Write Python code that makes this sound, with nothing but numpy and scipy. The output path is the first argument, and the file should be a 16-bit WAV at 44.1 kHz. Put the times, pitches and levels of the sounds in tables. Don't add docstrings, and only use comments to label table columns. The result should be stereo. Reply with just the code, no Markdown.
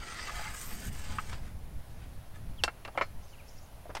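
import sys
import numpy as np
from scipy import signal
from scipy.fft import rfft, irfft, next_fast_len
from scipy.io import wavfile
from scipy.ndimage import map_coordinates

SR = 44100
rng = np.random.default_rng(int(sys.argv[2]) if len(sys.argv) > 2 else 0)


def transcribe(u):
    v = np.clip(np.atleast_2d(u).T, -1, 1)
    q = np.round(v * 32767).astype(np.int16)
    wavfile.write(sys.argv[1], SR, q)


N = 176400

# time_s, grind_db, rasp_db, hiss_db
SCRAPE_FADERS = [(0, -48, -55.5, -90), (.11, -46.5, -47, -63), (.3, -46, -49.5, -59),
                 (.35, -45.5, -48.5, -53.5), (.47, -43.5, -50, -55), (.53, -48, -54, -51.5),
                 (.65, -56.5, -53.5, -48), (.72, -49, -51, -53.5), (.78, -55, -53, -51.5),
                 (.89, -50, -56, -49), (.906, -58, -79, -63), (.93, -53.5, -58, -51.5),
                 (.99, -56.5, -54, -56.5), (1.09, -49, -49.5, -61), (1.165, -48.5, -55, -57.5),
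                 (1.24, -59, -56, -58), (1.34, -49, -54.5, -65), (1.41, -65.5, -65.5, -78),
                 (1.48, -60.5, -62, -84), (1.56, -87, -96, -90), (1.9, -81, -73, -78),
                 (2.03, -57.5, -72, -76), (2.15, -79, -80, -72), (2.31, -87, -92, -92),
                 (2.36, -54, -75, -63.5), (2.43, -86, -89, -103)]
# freq_hz, gain_db
GRIND_EQ = [(200, -22), (430, -29), (720, -7), (1250, 7.5), (1900, 7.5), (2800, 1.5), (3800, -0.5),
            (7000, -39)]
# freq_hz, gain_db
RASP_EQ = [(1200, 7), (2800, 5.5), (4000, 3), (4800, 6.5), (5900, 3.5), (7500, 2.5), (8700, 4), (9700, -16),
           (14000, -112)]
# freq_hz, gain_db
HISS_EQ = [(5000, 5), (8500, 13.5), (10200, 3), (13500, 7), (15800, -3)]
# pitch_hz, width_hz, gain_db
PAN_MODES = [(712, 12, -5.5), (855, 11.6, 0.5), (1160, 55, -9), (1255, 24, -1.5), (1523, 15, -2),
             (1714, 25, -2), (2042, 27, -7), (2300, 82, -11.5), (3050, 120, -16.5), (4640, 120, -16),
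             (4960, 94, -15)]
# freq_hz, correlation
SCRAPE_IMAGE = [(100, .997), (1200, 0.98), (5000, 1), (9000, 1), (14000, 0.86)]

# time_s, level_db
WIND_FADER = [(0.0, -44.5), (0.23, -46.5), (0.42, -42), (0.59, -46.5), (0.75, -37.5), (1.41, -37.5),
              (1.6, -42), (2.19, -41), (2.25, -45.5), (2.47, -39.5), (2.68, -41), (2.71, -46),
              (3.94, -46.5), (4.0, -40)]
# freq_hz, gain_db
WIND_EQ = [(12, 7), (28, -2), (55, -2), (90, -5), (150, -13), (280, -23), (600, -45), (2000, -81)]
# freq_hz, correlation
WIND_IMAGE = [(25, .9995), (60, .999), (150, .997), (400, .99)]
# freq_hz, gain_db
AIR_EQ = [(100, -1), (300, -3.5), (650, 3), (1200, -4.5), (2500, -8.5), (5000, -14), (8000, -19),
          (10500, -12.5), (14000, -18), (15800, -18.5)]
# freq_hz, correlation
AIR_IMAGE = [(100, 1), (600, 0.67), (4000, 0.23), (10000, 0.58)]

# start_s, level_db, length_s, centre_hz
PAN_BITES = [(.14, -51.5, 0.17, 4770), (0.542, -55, 0.1, 6200), (0.551, -48.5, 0.059, 8100),
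             (.6, -53, 0.18, 13100)]
# start_s, level_db, ring_t60_s, centre_hz
PAN_BUMPS = [(0.193, -45, 0.056, 1720), (0.281, -41.5, 0.056, 1180), (0.294, -38, 0.047, 1180),
             (0.393, -38.5, 0.055, 666), (0.413, -47, 0.071, 680), (0.452, -39.5, 0.034, 1260),
             (1.185, -27.5, 0.01, 1243)]
# multiple_of_centre, gain_db
BUMP_EQ = [(.17, -13), (.5, -25), (1, 12), (1.5, -3), (2.3, -3), (3, -32), (7.5, -38)]
# time_s, level_db
SLIDE_FADER = [(.55, -68), (.72, -55.5), (.89, -49), (.99, -66), (1.095, -52.5), (1.17, -62), (1.3, -78)]
# freq_hz, gain_db
SLIDE_EQ = [(70, -21), (130, -1.5), (215, 1.5), (300, -10.5), (450, -16.5), (800, -45)]

# freq_hz, gain_db
CLACK_EQ = [(100, -16), (300, -3.5), (600, 6.5), (1400, 2.5), (2500, -1), (4200, -4.5), (8000, -3),
            (9500, -1.5), (15000, -10)]
# start_s, level_db, cutoff_hz, rise_s
SCUFFS = [(1.295, -44, 9050, .008), (1.327, -36, 4430, 0.015), (1.455, -54, 4000, 0.013),
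          (2.951, -36.5, 900, 0.015), (3.893, -45, 1600, 0.0078), (3.901, -39, 1900, 0.0041),
          (3.95, -30.5, 5630, 0.0095), (3.968, -33.5, 4230, 0.0035)]
# start_s, level_db, pitch_hz
HOLLOW_TAPS = [(2.679, -24.5, 1363), (3.856, -37.5, 660), (3.867, -41, 670), (3.894, -35.5, 546),
               (3.902, -34.5, 625)]

# start_s, level_db, start_pitch_hz
BIRD_CHIRPS = [(2.577, -47.5, 3550), (2.598, -58, 2960), (2.943, -53, 3500), (2.989, -49, 3300),
               (3.325, -55, 3200), (3.38, -52.5, 3010)]
# time_s, level_db
TWITTER_FADER = [(3.17, -80), (3.23, -65), (3.31, -62.5), (3.38, -80), (3.44, -75), (3.485, -57.5),
                 (3.55, -64), (3.62, -60), (3.7, -75), (3.8, -86)]
# freq_hz, gain_db
TWITTER_EQ = [(3500, -32), (4800, -14), (5800, -10), (7000, -13), (8500, -35)]

# start_s, clack_db, cutoff_hz, head_db, ping_db, shaft_db, shimmer_db
SILL_KNOCKS = [(2.6369, -33, 7400, -26.5, -24.5, -58, -47), (2.6408, -29.5, 7500, -50, -50, -48, -70),
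               (2.679, -32, 2000, -32.5, -36.5, -44.5, -79), (2.8505, -40, 3900, -46.5, -40.5, -49.5, -75),
               (2.877, -45, 3980, -56, -48, -67, -75), (2.882, -40, 1430, -53, -60, -65, -80),
               (2.976, -29.5, 1790, -38, -50, -32.5, -64), (2.983, -32.5, 2240, -54, -60, -52, -62),
               (3.0, -38, 1280, -64, -70, -66, -77), (3.0114, -27.5, 2500, -45, -36, -30, -64),
               (3.0185, -32.5, 2490, -50, -55, -42, -52)]
# pitch_hz, level_db, t60_s
HEAD_MODES = [(345, -9, .05), (465, -9, .05), (835, -5, .06), (1048, -6, .068), (1409, -4, .055),
              (1620, -1, .057), (1829, -5, .06), (3084, -8, .05), (3252, -7, .045), (3740, -6, .055),
              (4022, -3, .04), (4207, -2, .05), (4598, -1, .065), (5556, 3, .042), (6880, -9, .06),
              (7510, -10, .05), (8250, -3, .07)]
# pitch_hz, level_db, t60_s
PING_MODE = [(2712, 0, .065)]
# pitch_hz, level_db, t60_s
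SHAFT_MODES = [(564, -2.5, .085), (646, -2.5, .085), (720, -6, .07), (790, -3, .075), (990, -2, .09),
               (1020, -5, .07), (1101, 0, .08), (1217, -4, .075), (1292, 0, .07), (1320, 0, .08),
               (1455, -2, .08), (1768, -4, .07), (1890, -5, .065), (2056, 0, .07), (2176, 0, .075),
               (2340, 1, .07), (2990, -10, .08)]
# pitch_hz, level_db, t60_s
SHIMMER_MODES = [(3338, -3, .12), (3560, -5, .1), (3844, -1, .09), (4215, 0, .16), (4393, -2, .14),
                 (4678, -6, .18), (5222, 2, .12), (5658, -6, .12), (6250, -6, .1), (6700, -8, .09),
                 (7260, -4, .12), (7650, -9, .09)]
# start_s, relative_db
EDGE_HITS = [(2.6374, -8), (2.8484, -43), (2.9755, -31.5)]
# pitch_hz, level_db, t60_s
EDGE_MODES = [(3570, -2.5, 0.0067), (4400, 4.5, 0.0022), (5200, -17, 0.0018), (7860, -9, 0.0073)]

CRACK_T60_S = 0.0027
TOP_HZ = 15850


def amp(db):
    return 10 ** (np.asarray(db) / 20)


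def unit(x):
    return x / np.sqrt(np.mean(x ** 2) + 1e-20)


def along(points, hz):
    freqs, values = np.transpose(points)
    return np.interp(np.log(hz + 1), np.log(freqs + 1), values)


def faders(rows):
    times, *columns = np.transpose(rows)
    return [np.interp(np.arange(N) / SR, times, column) for column in columns]


def wobble(per_s):
    return map_coordinates(rng.standard_normal(4096), [np.arange(N) * per_s / SR], mode="wrap")


def filtered(x, response):
    n = x.shape[-1]
    size = next_fast_len(n + 8192)
    return irfft(rfft(x, size) * response(np.fft.rfftfreq(size, 1 / SR)), size)[..., :n]


def coloured(x, eq):
    return unit(filtered(x, lambda hz: amp(along(eq, hz))))


def causal(x, gain, size=2048):
    cepstrum = irfft(np.log(np.maximum(gain(np.fft.rfftfreq(size, 1 / SR)), 1e-6)))
    folded = 2 * cepstrum[:size // 2] * np.sign(np.arange(size // 2))
    impulse = irfft(np.exp(rfft(folded, size)))
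    return signal.fftconvolve(x, impulse / np.linalg.norm(impulse))[:len(x)]


def patchy(x, depth_db, width_hz, life_s):
    spectra = signal.stft(x, nperseg=1024)[2]
    bins, frames = np.indices(spectra.shape[-2:])
    position = [bins * SR / 1024 / width_hz, frames * 512 / SR / life_s]
    patches = map_coordinates(rng.standard_normal((512, 512)), position, order=1, mode="wrap")
    return unit(signal.istft(spectra * amp(depth_db * unit(patches)), nperseg=1024)[1][..., :N])


def stereo(pair, image):
    angle = lambda hz: np.arccos(np.clip(along(image, hz), -1, 1)) / 2
    mid, side = filtered(pair, lambda hz: np.array([np.cos(angle(hz)), np.sin(angle(hz))]))
    return np.array([mid + side, mid - side])


def add(out, start_s, x):
    part = out[max(round(start_s * SR), 0):][:len(x)]
    part += x[:len(part)]


def fade(t60):
    return 1000. ** (-np.arange(SR // 3) / SR / t60)


def burst(t60):
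    return fade(t60) * rng.standard_normal(SR // 3)


def ring(modes):
    t = np.arange(SR // 3) / SR
    return sum(amp(db + rng.normal(0, 1)) * fade(t60) * np.sin(2 * np.pi * (hz * t + rng.random()))
               for hz, db, t60 in modes)


def grit(slips_per_s=5000, cracks_per_s=170, crack_db=-6):
    slips = (rng.random((2, N)) < slips_per_s / SR) * np.sign(rng.standard_normal((2, N)))
    fine = slips * amp(3 * rng.standard_normal((2, N)))
    cracks = rng.random((2, N)) < cracks_per_s / SR
    coarse = cracks * amp(2.5 * np.tanh(rng.standard_normal((2, N))))
    return unit(fine) + amp(crack_db) * unit(coarse)


def pan_body(hz):
    return sum((-1) ** k * amp(db) * 1j * hz * width / (pitch ** 2 - hz ** 2 + 1j * hz * width)
               for k, (pitch, width, db) in enumerate(PAN_MODES))


def pan_scrape(body_db=-2):
    grind_db, rasp_db, hiss_db = faders(SCRAPE_FADERS)
    judder_db = 1.5 * wobble(per_s=88)
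    grind = coloured(grit(), GRIND_EQ) + amp(body_db) * unit(filtered(grit(), pan_body))
    grind = patchy(grind, depth_db=4.5, width_hz=60, life_s=0.0925)
    rasp_db += 0.5 * judder_db + 0.52 * wobble(per_s=34)
    rasp = patchy(coloured(grit(), RASP_EQ), depth_db=2.8, width_hz=180, life_s=0.04)
    hiss_db += 1.8 * wobble(per_s=150)
    hiss = patchy(coloured(grit(), HISS_EQ), depth_db=3.5, width_hz=160, life_s=0.025)
    mix = amp(grind_db + judder_db) * grind + amp(rasp_db) * rasp + amp(hiss_db) * hiss
    return stereo(mix, SCRAPE_IMAGE)


def wind():
    gust_db = faders(WIND_FADER)[0] + 2.1 * wobble(per_s=16)
    rumble = coloured(rng.standard_normal((2, N)), WIND_EQ)
    return amp(gust_db) * stereo(rumble, WIND_IMAGE)


def open_air(level_db=-56.5):
    hiss = coloured(rng.standard_normal((2, N)), AIR_EQ)
    hiss = patchy(hiss, depth_db=0.8, width_hz=298, life_s=0.05)
    return amp(level_db + 0.3 * wobble(per_s=7.65)) * stereo(hiss, AIR_IMAGE)


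def pan_bites(relative_width=0.09):
    out = np.zeros(N)
    for start_s, db, length_s, centre_hz in PAN_BITES:
        t = np.arange(int(length_s * SR)) / SR
        band = lambda hz: 1 / (1 + ((hz - centre_hz) / (relative_width * centre_hz)) ** 2)
        rasp = unit(filtered(rng.standard_normal(SR // 3), band))[:len(t)]
        add(out, start_s, amp(db) * np.sin(np.pi * t / length_s) * rasp)
    return out


def pan_bumps(ring_db=-3, thud_t60_s=0.054, crack_db=7):
    out = np.zeros(N)
    for start_s, db, ring_t60_s, centre_hz in PAN_BUMPS:
        eq = np.array(BUMP_EQ) * [centre_hz, 1]
        impact = burst(thud_t60_s) + amp(crack_db) * burst(CRACK_T60_S)
        knock = causal(impact, lambda hz: amp(along(eq, hz)))
        body = causal(burst(ring_t60_s), lambda hz: abs(pan_body(hz)))
        add(out, start_s, amp(db) * (knock + amp(ring_db) * body))
    return out


def pan_slide():
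    return amp(faders(SLIDE_FADER)[0]) * coloured(rng.standard_normal(N), SLIDE_EQ)


def clack(cutoff_hz, tail_t60_s=0.058, crack_db=3.5, filter_order=2.84):
    tone = lambda hz: amp(along(CLACK_EQ, hz)) / np.sqrt(1 + (hz / cutoff_hz) ** (2 * filter_order))
    return causal(burst(tail_t60_s) + amp(crack_db) * burst(CRACK_T60_S), tone)


def tool_clatter(tap_rise_s=0.00065, tap_t60_s=0.032):
    out = np.zeros(N)
    for start_s, db, cutoff_hz, rise_s in SCUFFS:
        add(out, start_s, amp(db) * (1 - fade(rise_s)) * clack(cutoff_hz))
    for start_s, db, pitch_hz in HOLLOW_TAPS:
        add(out, start_s, amp(db) * (1 - fade(tap_rise_s)) * ring([(pitch_hz, 0, tap_t60_s)]))
    return out


def near_bird(length_s=0.038, fall_hz_per_s=26000, waver_hz=70):
    out = np.zeros(N)
    t = np.arange(int(length_s * SR)) / SR
    swell = np.sin(np.pi * t / length_s)
    for start_s, db, start_pitch_hz in BIRD_CHIRPS:
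        pitch_hz = start_pitch_hz - fall_hz_per_s * t + waver_hz * wobble(per_s=890)[:len(t)]
        add(out, start_s, amp(db) * swell * np.sin(2 * np.pi * np.cumsum(pitch_hz) / SR))
    return out


def far_birds():
    level_db = faders(TWITTER_FADER)[0] + 2.5 * wobble(per_s=51)
    band = coloured(rng.standard_normal(N), TWITTER_EQ)
    return amp(level_db) * patchy(band, depth_db=5.5, width_hz=256, life_s=0.015)


def sill_knocks(shaft_rise_s=0.0034):
    out = np.zeros(N)
    for start_s, clack_db, cutoff_hz, head_db, ping_db, shaft_db, shimmer_db in SILL_KNOCKS:
        lowpass = signal.butter(2, min(0.71 * cutoff_hz, TOP_HZ), fs=SR)
        head = amp(head_db) * signal.lfilter(*lowpass, ring(HEAD_MODES))
        shaft = amp(shaft_db) * ring(SHAFT_MODES) + amp(shimmer_db) * ring(SHIMMER_MODES)
        contact = amp(clack_db) * clack(cutoff_hz)
        ping = amp(ping_db) * ring(PING_MODE)
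        add(out, start_s, contact + head + ping + (1 - fade(shaft_rise_s)) * shaft)
    return out


def edge_ticks(rise_s=0.0002):
    out = np.zeros(N)
    t = np.arange(SR // 3) / SR
    modes = sum(amp(db) * fade(t60) * np.sin(2 * np.pi * hz * t) for hz, db, t60 in EDGE_MODES)
    tick = (1 - fade(rise_s)) * modes / 2
    for start_s, db in EDGE_HITS:
        add(out, start_s, amp(db) * tick)
    return out


def shaft_zing(start_s=2.638, level_db=-26.5, length_s=0.0078, start_pitch_hz=4593, fall_s=0.004):
    out = np.zeros(N)
    t = np.arange(int(length_s * SR)) / SR
    pitch_hz = start_pitch_hz * np.exp(-t / fall_s)
    sweep = np.sin(2 * np.pi * np.cumsum(pitch_hz) / SR)
    add(out, start_s, amp(level_db) * signal.windows.tukey(len(t)) * sweep)
    return out


def scene():
    hits = pan_bumps() + sill_knocks() + shaft_zing() + edge_ticks() + tool_clatter()
    drag = pan_scrape() + pan_bites() + pan_slide()
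    birds = np.array([near_bird() + far_birds() for _ in range(2)])
    return drag + hits + birds + wind() + open_air()


def record(dry):
    return filtered(dry, lambda hz: hz < TOP_HZ)


dry = scene()
out = record(dry)
transcribe(out)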